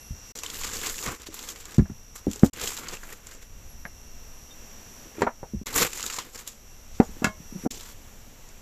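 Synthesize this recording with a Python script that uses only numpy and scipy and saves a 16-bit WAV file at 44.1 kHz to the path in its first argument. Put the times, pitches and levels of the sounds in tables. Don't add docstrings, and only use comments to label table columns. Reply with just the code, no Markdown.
import sys
import numpy as np
from scipy import signal
from scipy.fft import rfft, irfft
from scipy.io import wavfile
from scipy.ndimage import uniform_filter1d

SR = 44100
rng = np.random.default_rng(int(sys.argv[2]) if len(sys.argv) > 2 else 0)


def voltage_ratio(level):
    return 10 ** (np.asarray(level, float) / 20)


def unload_wav(signal):
    wavfile.write(
        sys.argv[1],
        SR,
        np.round(np.clip(np.atleast_2d(signal).T, -1, 1) * 32767).astype(np.int16),
    )


N = 379701
TIME = np.arange(N) / SR

# frequency_hz, level_db (per Hz)
FILM = [(71, -2.5), (120, -5.5), (166, -6.5), (224, -1.5), (395, -2), (474, 1.5), (616, -9.5), (1130, -1),
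        (1690, -2.5), (2250, -3), (4370, -6), (6200, -4), (7400, 1.5), (8690, -13.5), (13800, -8.5),
        (15000, -18)]
# low_hz, high_hz, rustle_layer, crease_layer (layers: 1 crisp, 2 body, 3 extremes)
ZONES = [(0, 750, 3, 0), (750, 1500, 2, 2), (1500, 2900, 2, 2), (2900, 5200, 1, 1), (5200, 8300, 1, 1),
         (8300, 20000, 1, 3)]


def level(x, db=0):
    return x * voltage_ratio(db) / np.sqrt(np.mean(x ** 2))


def colour(x, points, lo_hz=0, hi_hz=SR):
    hz = np.maximum(np.arange(4097) * SR / 8192, 1)
    point_hz, point_db = np.array(points).T
    db = np.interp(np.log(hz), np.log(point_hz), point_db)
    db = db - 10 * np.log10((1 + (lo_hz / hz) ** 6) * (1 + (hz / hi_hz) ** 6))
    cepstrum = irfft(db * np.log(10) / 20)
    cepstrum[1:4096] *= 2
    cepstrum[4097:] = 0
    impulse = irfft(np.exp(rfft(cepstrum)))[:4096]
    return signal.oaconvolve(x, impulse)[:len(x)]


def walk(rate):
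    k = int(SR / rate)
    held = np.repeat(rng.standard_normal(N // k + 1), k)
    return 1.3 * uniform_filter1d(uniform_filter1d(held, k), k)[:N]


def echo(t60, wet_db):
    t = TIME[1:SR // 4]
    tail = rng.standard_normal(len(t)) * voltage_ratio(-60 * t / t60)
    return np.concatenate([[1], tail * voltage_ratio(wet_db) / np.sqrt(np.sum(tail ** 2))])


def smear(x, t60, wet_db):
    keep = voltage_ratio(-120 / (t60 * SR))
    energy = signal.lfilter([0, 1 - keep], [1, -keep], x ** 2)
    return x + voltage_ratio(wet_db) * np.sqrt(energy) * rng.standard_normal(len(x))


def ring(modes, push, rattle=0):
    t = TIME[:SR // 4]
    free = sum(-voltage_ratio(db - 60 * t / t60) * np.sin(2 * np.pi * f * t) for f, db, t60 in modes)
    struck = signal.fftconvolve(free + rattle, push)[:len(t)]
    return struck / np.abs(struck).max()


def background():
    # start_s, cricket_db, hiss_gain_db, rumble_db
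    around = [(0.0, -51, 3.5, -45), (0.43, -50.5, -0.5, -49.5), (0.62, -75, 3.5, -40.5),
              (1.15, -58, -10, -50.5), (1.5, -60, -2, -48.5), (1.87, -56, -0.5, -46),
              (2.18, -55.5, -0.5, -46), (2.76, -67, 2.5, -47.5), (3.33, -60.5, -3, -46.5),
              (3.69, -56, 0.5, -41.5), (5.06, -52.5, 5, -47), (5.25, -58, -2, -52), (5.6, -55.5, -1.5, -44),
              (6.2, -76, -3, -52), (6.7, -56, 0, -45), (7.05, -56.5, 2, -41), (7.24, -60, 6.5, -47),
              (7.33, -57, 1.5, -46), (7.65, -49, 3.5, -45.5), (7.9, -62, 1.5, -48)]
    # frequency_hz, level_db (per Hz)
    hiss_spectrum = [(59, -33), (100, -2), (159, -8), (227, -1.5), (279, -9), (524, -10), (1460, -15.5),
                     (2690, -16.5), (4000, -20.5), (5150, -21.5), (5840, -15.5), (7670, -16), (8520, -29),
                     (13800, -19), (15000, -27.5)]
    rumble_spectrum = [(7.1, -19), (12, -16.5), (17, 11.5), (27, -12.5), (48, -9.5), (70, -11.5),
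                       (160, -28.5), (210, -54), (350, -120)]
    # frequency_hz, level_db
    trill_partials = [(5238, -78), (5356, -77), (5480, -64), (5539, -67), (5599, -73), (5660, -71),
                      (5720, -62), (5780, -60), (5841, -73), (5900, -63), (5959, -67), (6019, -70),
                      (6140, -75), (6261, -74), (6320, -75)]
    s, *columns = np.transpose(around)
    cricket_db, hiss_db, rumble_db = (np.interp(TIME, s, c) for c in columns)
    hiss = level(colour(rng.standard_normal(N), hiss_spectrum), -54.5) * voltage_ratio(hiss_db + .8 * walk(6))
    rumble = level(colour(rng.standard_normal(N), rumble_spectrum)) * voltage_ratio(rumble_db + 1.33 * walk(3.42))
    drift = 0.34 * walk(19)
    trill = np.zeros(N)
    for hz, db in trill_partials:
        swell = 1 + 0.12 * walk(8.4)
        phase = 2 * np.pi * hz * TIME + 1.9 * rng.random() + drift + 0.53 * walk(31)
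        trill += voltage_ratio(db) * swell * np.sin(phase)
    under = voltage_ratio(-12 + 2.0 * walk(9)) * np.sin(2 * np.pi * 2735 * TIME + 0.8 * walk(40))
    over = colour(rng.standard_normal(N), [(10300, -24), (11400, -9), (12500, -29)])
    over = level(over, -11.5) * voltage_ratio(2.5 * walk(13))
    return hiss + rumble + (level(trill) + under + over) * voltage_ratio(cricket_db)


THUMP_LAG_S = 0.00164


def rocking():
    # frequency_hz, level_db, t60_s
    sway = [(50.4, 3, 0.12), (80, 11, 0.11)]
    # start_s, peak_db
    shoves = [(0.104, -22.5), (1.073, -30), (1.285, -47), (1.79, -8), (1.82, -17), (1.897, -32),
              (2.267, -21), (2.442, -22), (5.543, -27), (5.56, -22), (7.218, -38), (7.269, -30),
              (7.521, -42), (7.661, -43)]
    out = np.zeros(N + SR)
    rock = ring(sway, np.hanning(300))
    for t0, db in shoves:
        out[int((t0 + THUMP_LAG_S) * SR):][:len(rock)] += voltage_ratio(db) * rock
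    return out[:N]


def thumps():
    # start_s, peak_db, pitch_hz
    table_blows = [(0.105, -25.5, 118), (1.074, -26, 129), (1.285, -33, 323), (1.7806, -4, 161),
                   (1.79, -5.5, 205), (1.8184, -19.5, 194), (1.897, -27, 212), (1.914, -31, 130.8),
                   (2.267, -13.5, 292.5), (2.2768, -17, 208), (2.2826, -23, 261), (2.423, -30, 303),
                   (2.4314, 3.5, 212), (2.357, -38, 420), (2.4411, -9.5, 276), (3.851, -36, 192),
                   (5.055, -41, 323), (5.181, -25.5, 331), (5.19, -33, 300), (5.217, -11.5, 404),
                   (5.229, -18, 237), (5.266, -25, 238), (5.429, -39, 167), (5.5337, -23.5, 215),
                   (5.5426, -21.5, 195), (5.612, -28, 215),
                   (6.998, -1, 234), (7.089, -34.5, 223), (7.165, -38, 268), (7.218, -20.5, 240),
                  (7.243, -15, 217.4), (7.267, -21, 200), (7.4, -35, 167), (7.5218, -31.5, 225),
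                  (7.547, -37, 190), (7.5525, -32, 189), (7.558, -27.5, 188), (7.635, -29, 231),
                  (7.648, -24.5, 295), (7.6603, -12.5, 257)]
    # ratio (to the thump pitch), level_db, t60_s
    table_modes = [(.85, -6, 0.14), (1.0, 4.5, 0.11), (1.2, 3.5, 0.046), (1.75, -7.5, 0.08),
                   (2.7, -12.5, 0.037), (3.6, -30, .05)]
    out = np.zeros(N + SR)
    for t0, db, thump_hz in table_blows:
        cycle = np.arange(0, 1, 1.73 * thump_hz / SR)
        push = np.sin(2 * np.pi * cycle) * (1 - 0.83 * cycle)
        shorter = 1 / (1 + 0.97 * voltage_ratio(2 * db))
        blow = voltage_ratio(db) * ring(np.array(table_modes) * [thump_hz, 1, shorter], push)
        out[int((t0 + THUMP_LAG_S) * SR):][:len(blow)] += blow
    return out[:N]


def rustle():
    # start_s, crinkle_db, slack_db (how far the film's low body joins in)
    pulls = [
        [(0.35, -38.5, -4), (0.415, -48.5, -1.5), (0.45, -39.5, -4), (0.535, -40.5, -4.5), (0.885, -34.5, -6),
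         (0.97, -41.5, -11.5), (1.075, -37.5, 2), (1.184, -52.5, -1)],
        [(1.29, -54, 2), (1.378, -43.5, -10), (1.484, -43.5, -2.5), (1.54, -53, -4), (1.77, -49, 0.5)],
        [(2.53, -53, -1), (2.626, -35.5, -2.5), (2.794, -39.5, -11), (2.812, -46.5, -3.5), (2.936, -43, 0),
         (3.002, -58, 0)],
        [(5.66, -39, -5), (5.706, -45.5, -3), (5.775, -25, -3.5), (5.835, -27.5, -2.5), (5.9, -44, -4.5),
         (6.036, -39, -6.5), (6.196, -39, -4), (6.296, -54.5, 0)],
        [(7.705, -46, -16), (7.729, -43.5, -6.5), (7.913, -47, -7), (7.97, -82, -7)],
    ]
    # peak_s, crinkle_db, rise_s, fall_s, slack_db
    twitches = [(.13, -55, .01, .03, -15), (.316, -52.5, 1, .024, -4), (1.224, -48, 0.26, 0.11, -0.5),
                (1.27, -37, .024, 0.051, -6), (1.491, -35, .034, 0.12, -20), (1.61, -46, .4, .14, -14),
                (2.16, -38.5, 0.019, 0.12, -8), (2.34, -50, 0.47, 0.46, -2), (2.45, -38, 0.064, 0.087, -15),
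                (3.132, -46, 0.45, 0.058, 0), (3.35, -54.5, 2, 0.31, -2), (3.426, -46.5, 0.054, 0.1, -6),
                (5.214, -46, 0.23, .004, 2.5), (5.671, -33.5, .05, 0.1, -8),
                (6.349, -39.5, .006, 0.24, -2.5), (6.392, -41, 0.22, 0.14, -4),
                (6.474, -44.5, .04, 0.21, -9), (7.054, -51.5, 0.67, 0.071, -13),
                (7.65, -48.5, 0.26, .004, -1), (7.71, -31, .02, 0.083, -22)]
    span_db = 40
    when, size, sign, *lean = rng.random((24000, 3 + len(ZONES))).T
    at = (when * N).astype(int)
    size_db = -2.8 * np.log(size + 0.01) + 0.7 * walk(60)[at] + 2.0 * walk(200)[at]
    size = np.sign(sign - .5) * voltage_ratio(size_db)
    swarm = np.zeros((4, N))
    for (lo, hi, layer, _), own in zip(ZONES, lean):
        lean_db = 16.4 * (own - .5) + 1.15 * walk(70)[at] + 2.27 * walk(18)[at]
        clicks = np.bincount(at, size * voltage_ratio(lean_db), N)
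        swarm[layer] += colour(level(smear(clicks, 0.036, -1.2)), FILM, lo, hi)
    moves = list(pulls)
    for s, db, rise, fall, slack in twitches:
        moves.append([(s - rise, db - span_db, slack), (s, db, slack), (s + fall, db - span_db, slack)])
    out = np.zeros(N)
    for layer in (1, 2, 3):
        db = np.full(N, -150.)
        for s, crinkle_db, slack in map(np.transpose, moves):
            share_db = [0 * slack, slack, -1.5 + 1.21 * slack][layer - 1]
            move_db = crinkle_db + np.minimum(share_db, 4)
            db = np.maximum(db, np.interp(TIME, s, move_db, -150, -150))
        out += level(swarm[layer]) * voltage_ratio(db)
    return out


def creases():
    # start_s, peak_db, body_db (re peak)
    bag_creases = [(0.356, -26, -17), (0.388, -20.5, -26), (0.434, -19, -6), (0.463, -24.5, -33),
                   (0.543, -18.5, -26), (0.646, -21, -2), (0.7348, -21, -3.5), (0.7687, -25, -22),
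                   (0.869, -18, -2), (0.9415, -23.5, -20), (0.981, -25, -9), (1.0261, -25, 0),
                   (1.074, -22.5, 0), (1.218, -29, -19), (1.2687, -31.5, -15), (1.342, -23, -8),
                   (1.391, -22, -9), (1.4266, -25.5, -12), (1.474, -34, -9), (1.4882, -19.5, -10),
                   (1.5593, -28.5, -4), (1.6018, -32, -15), (1.6541, -28, -4), (1.709, -31, -22),
                   (1.744, -27, -21), (1.782, -27, -10), (2.3003, -34, -15), (2.332, -19.5, -22),
                   (2.394, -25.5, -20),
                   (2.5336, -25.5, -24), (2.5965, -25, 3), (2.614, -19, -4), (2.674, -17.5, -5),
                     (2.718, -23.5, 1), (2.774, -24, -5.5), (2.884, -22.5, -3), (3.035, -31.5, 0),
                     (3.126, -26.5, -23), (3.269, -28.5, -13), (3.312, -31.5, -4), (5.219, -24.5, 4),
                     (5.668, -23, -3), (5.742, -20.5, -16), (5.7603, -20, -24), (5.865, -16.5, -24),
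                     (5.9319, -23, -5), (5.9955, -20.5, -4.5), (6.027, -18, -9), (6.0628, -14.5, -13),
                     (6.1001, -19, 0), (6.1865, -16.5, 7), (6.3462, -27.5, -6), (6.4754, -20, -11.5),
                     (7.0293, -39, -6), (7.2434, -12, 4), (7.7076, -45, -19), (7.808, -23.5, -9),
                     (8.4883, -34, -5),
                   (0.3744, -25, -10), (0.3944, -28, -11), (0.5004, -25, -13), (0.5574, -22, -10),
                     (0.612, -24, -2), (0.6214, -29, -8), (0.6344, -24, -10), (0.69, -26, -10),
                     (0.6974, -23.5, -13), (0.7434, -25, -10), (0.7677, -24, -13), (0.8022, -27, -7),
                     (0.8137, -22, -13), (0.8334, -28, -6), (0.891, -21, -10), (0.8964, -19, -3),
                     (0.9884, -24.5, -15), (1.0621, -25, -7), (1.1478, -34, -10), (2.313, -23, -13),
                     (2.359, -28, -10), (2.5622, -31, -8), (2.613, -21, -17), (2.6364, -22, -8),
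                     (2.6575, -20, -7), (2.7677, -27, -7), (2.7854, -24, -3), (2.841, -34, -10),
                     (2.9114, -28, -10), (2.9328, -30, -8), (2.9692, -32.5, -8), (5.7284, -26, 0),
                     (5.9736, -23, -1), (6.0055, -22, -14), (6.0384, -27, -10), (6.0764, -26, -4),
                     (6.1412, -25, -10), (6.3776, -28, -7)]
    crisp_s = [1.343, 3.1255, 6.4754, 7.7076]
    start_s, peak_db, body_db = np.transpose(bag_creases)
    crisp = np.abs(start_s[:, None] - np.array(crisp_s)).min(axis=1) < .005
    top_db = -12.5 + 0.1 * (peak_db + 25) + 15 * crisp
    shares_db = [None, 0 * peak_db, np.minimum(body_db, 0), np.minimum(top_db, 0)]
    age = TIME[:400]
    swell = (age + .0003) * np.exp(-age / 0.0012)
    snaps = rng.standard_normal((len(start_s), len(age))) * swell
    snaps /= np.sqrt(np.sum(snaps ** 2, axis=1, keepdims=True))
    out = np.zeros(N)
    for lo, hi, _, layer in ZONES:
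        if not layer:
            continue
        snap_db = peak_db + shares_db[layer] + 1.75 * rng.standard_normal(len(start_s))
        if lo == 2900:
            snap_db = snap_db + .25 * (body_db + 8)
        bursts = np.zeros(N + 400)
        for s, db, snap in zip(start_s, snap_db, snaps):
            bursts[int(s * SR):][:len(snap)] += snap * voltage_ratio(db)
        impulse = 1. * (TIME[:2000] == 0)
        unit = .33 * np.linalg.norm(colour(impulse, FILM, lo, hi))
        zone_db = 1.0 - 1.47 * (hi < 6000)
        out += colour(smear(bursts[:N], 0.12, -6.5), FILM, lo, hi) * voltage_ratio(zone_db) / unit
    return out


def rings():
    # start_s, peak_db, pitch_hz
    cupped = [(0.4344, -23, 2670), (0.4623, -18.5, 3100), (0.5003, -25, 2930), (0.6903, -27, 1610),
              (0.7677, -24, 4580), (0.8345, -25, 1550), (0.8685, -27, 1140), (0.8914, -22, 4750),
              (0.9416, -29, 1760), (0.9797, -26, 2720), (0.9892, -26, 1540), (1.0266, -24, 4110),
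              (1.063, -23, 1880), (1.3414, -39, 3370), (1.5584, -35, 1830), (2.5613, -31, 2460),
              (2.6125, -23, 2730), (2.674, -17, 3270), (2.7676, -30, 3640), (2.8876, -19.5, 4530),
              (2.9705, -28, 2720), (3.1243, -30, 1950), (5.7399, -21, 4040), (5.931, -24, 2650),
              (6.007, -25, 2080), (6.039, -25, 1310), (6.0993, -21, 2470), (6.1404, -29, 1030),
              (6.1842, -22, 1030), (6.3584, -28, 4720)]
    out = np.zeros(N)
    for t0, db, hz in cupped:
        t60 = 46 / hz
        tone = ring([(hz, 0, t60), (hz * 1.13, -4.0, t60)], rng.standard_normal(40))
        out[int(t0 * SR):][:len(tone)] += voltage_ratio(db - 4) * tone
    return out


def clacks():
    # frequency_hz, level_db, t60_s
    legs = [(1.783, -27, 0.21), (1.792, -26, 0.042), (1.856, -38, 0.07), (1.897, -39, 0.12),
            (2.269, -24.5, 0.52), (2.433, -12, 0.16), (2.442, -32, 0.17)], [(510, -4, .05),
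            (803, -6, 0.059), (1025, -3, 0.033), (1390, 4, 0.027), (1710, 1, 0.035), (2240, -16, .03)]
    figure = [(5.184, -33, 0.5), (5.208, -25, 0.42), (5.22, -8.5, 0.061), (5.232, -20, 0.047),
              (5.2385, -29, .1), (5.267, -17, 0.095), (5.2705, -12, 0.11), (5.2735, -14, .1),
              (5.284, -38, .08), (5.4305, -21.5, 0.33)], [(706, -11, 0.057), (953, 5.5, 0.035),
              (1260, -10, 0.05), (1370, 2, 0.029), (1550, -10, .035), (1725, -3, 0.049), (1922, -9, 0.057),
              (2165, -5, 0.043), (2330, -19, 0.046), (3180, -17, .06), (4150, -13, 0.04)]
    disc = [(6.988, -42, 0.028), (7.0025, -31, 0.026), (7.231, -32, 0.054), (7.244, -8, 0.024),
            (7.268, -15.5, 0.1)], [(630, -11, 0.2), (773, -8, 0.054), (1068, -9, 0.19), (1180, -10, 0.1),
            (1300, -11, 0.11), (1430, 5.5, 0.07), (1683, -0.5, 0.17), (2100, -6, .13), (2180, -8, 0.22),
            (2650, 2.5, 0.049), (3170, -13, 0.14), (3820, -12, .05), (4840, -14, 0.1), (6920, -6, .07)]
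    rim = [(7.001, -6, 0.23), (7.015, -31, 0.35), (7.028, -34, 0.18), (7.221, -26, 0.2), (7.656, -21, 0.25),
           (7.664, -25, .3)], [(485, -9, 0.099), (627, -1, .06), (778, 3.5, 0.036), (958, -7, 0.045),
           (1281, -4, .07), (1390, -3, 0.051), (2100, -21, .02)]
    chip = [(3.033, -30.5, 0.083), (3.853, -22, 0.033)], [(1630, 0, 0.042), (1720, 2, 0.037),
            (1880, 0, 0.034)]
    crowd_spectrum = [(600, 1.5), (2100, -3.5), (2800, -17.0), (9000, -33.0)]  # (Hz, dB)
    out = np.zeros(N + SR)
    for (hits, modes), dense_db in zip((legs, figure, disc, rim, chip), (-0.5, -0.5, -1.5, 2.0, -6.5)):
        for t0, db, contact_ms in hits:
            crowd = level(colour(rng.standard_normal(SR // 4), crowd_spectrum, 510))
            crowd = crowd * voltage_ratio(dense_db - 60 * TIME[:SR // 4] / 0.095)
            t = TIME[:400] / (max(contact_ms, .02) / 1000)
            push = t ** 2 * np.exp(-1.4 * t)
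            clack = signal.fftconvolve(ring(modes, push, crowd), echo(0.15, -18.5))
            out[int(t0 * SR):][:len(clack)] += voltage_ratio(db) * clack
    return out[:N]


def knocks():
    blows = rocking() + thumps() + clacks()
    return signal.sosfilt(signal.butter(2, 35, "hp", fs=SR, output="sos"), blows)


def squeaks():
    # start_s, length_s, level_db
    whistles = [(3.607, 0.17, -62), (3.756, 0.18, -63)]
    out = np.zeros(N)
    for t0, length, db in whistles:
        t = TIME[:int(length * SR)]
        hz = 11300 + 2200 * np.exp(-(t / 0.055) ** 2) + 170 * walk(300)[:len(t)]
        loudness = voltage_ratio(db + 2.0 + 5.0 * walk(60)[:len(t)]) * np.hanning(len(t)) ** .5
        out[int(t0 * SR):][:len(t)] += loudness * np.sin(2 * np.pi * np.cumsum(hz) / SR)
    return out


def squeals():
    # start_s, length_s, level_db
    slides = [(7.04, 0.042, -46.5), (5.8, 0.041, -57), (4.5, 0.043, -50), (5.227, 0.024, -46)]
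    slide_hz = [6900, 2380, 3650, 4150]
    out = np.zeros(N)
    for (t0, length, db), hz in zip(slides, slide_hz):
        t = TIME[:int(length * SR)]
        loudness = voltage_ratio(db + 2.9 * walk(250)[:len(t)]) * np.hanning(len(t)) ** .5
        phase = 2 * np.pi * hz * t + .6 * walk(150)[:len(t)]
        out[int(t0 * SR):][:len(t)] += loudness * np.sin(phase)
    return out


def scene():
    return (background() + knocks() + rustle() + creases() + rings() + squeaks() + squeals())[None]


def band_limit(x):
    return signal.sosfilt(signal.butter(12, 15610, fs=SR, output="sos"), x)


def record(dry):
    # out_s, in_s
    splices = [(.322, .352), (2.499, 2.530), (5.636, 5.658), (7.676, 7.705)]
    x = np.clip(dry, -1, 1)
    for out_s, in_s in splices:
        gate = np.maximum((out_s - TIME) / .002, (TIME - in_s) / .003)
        x = x * np.clip(gate, .004, 1)
    x = signal.sosfilt(signal.ellip(6, .3, 29, 14300, fs=SR, output="sos"), x)
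    return band_limit(x)


dry = scene()
out = record(dry)
unload_wav(out)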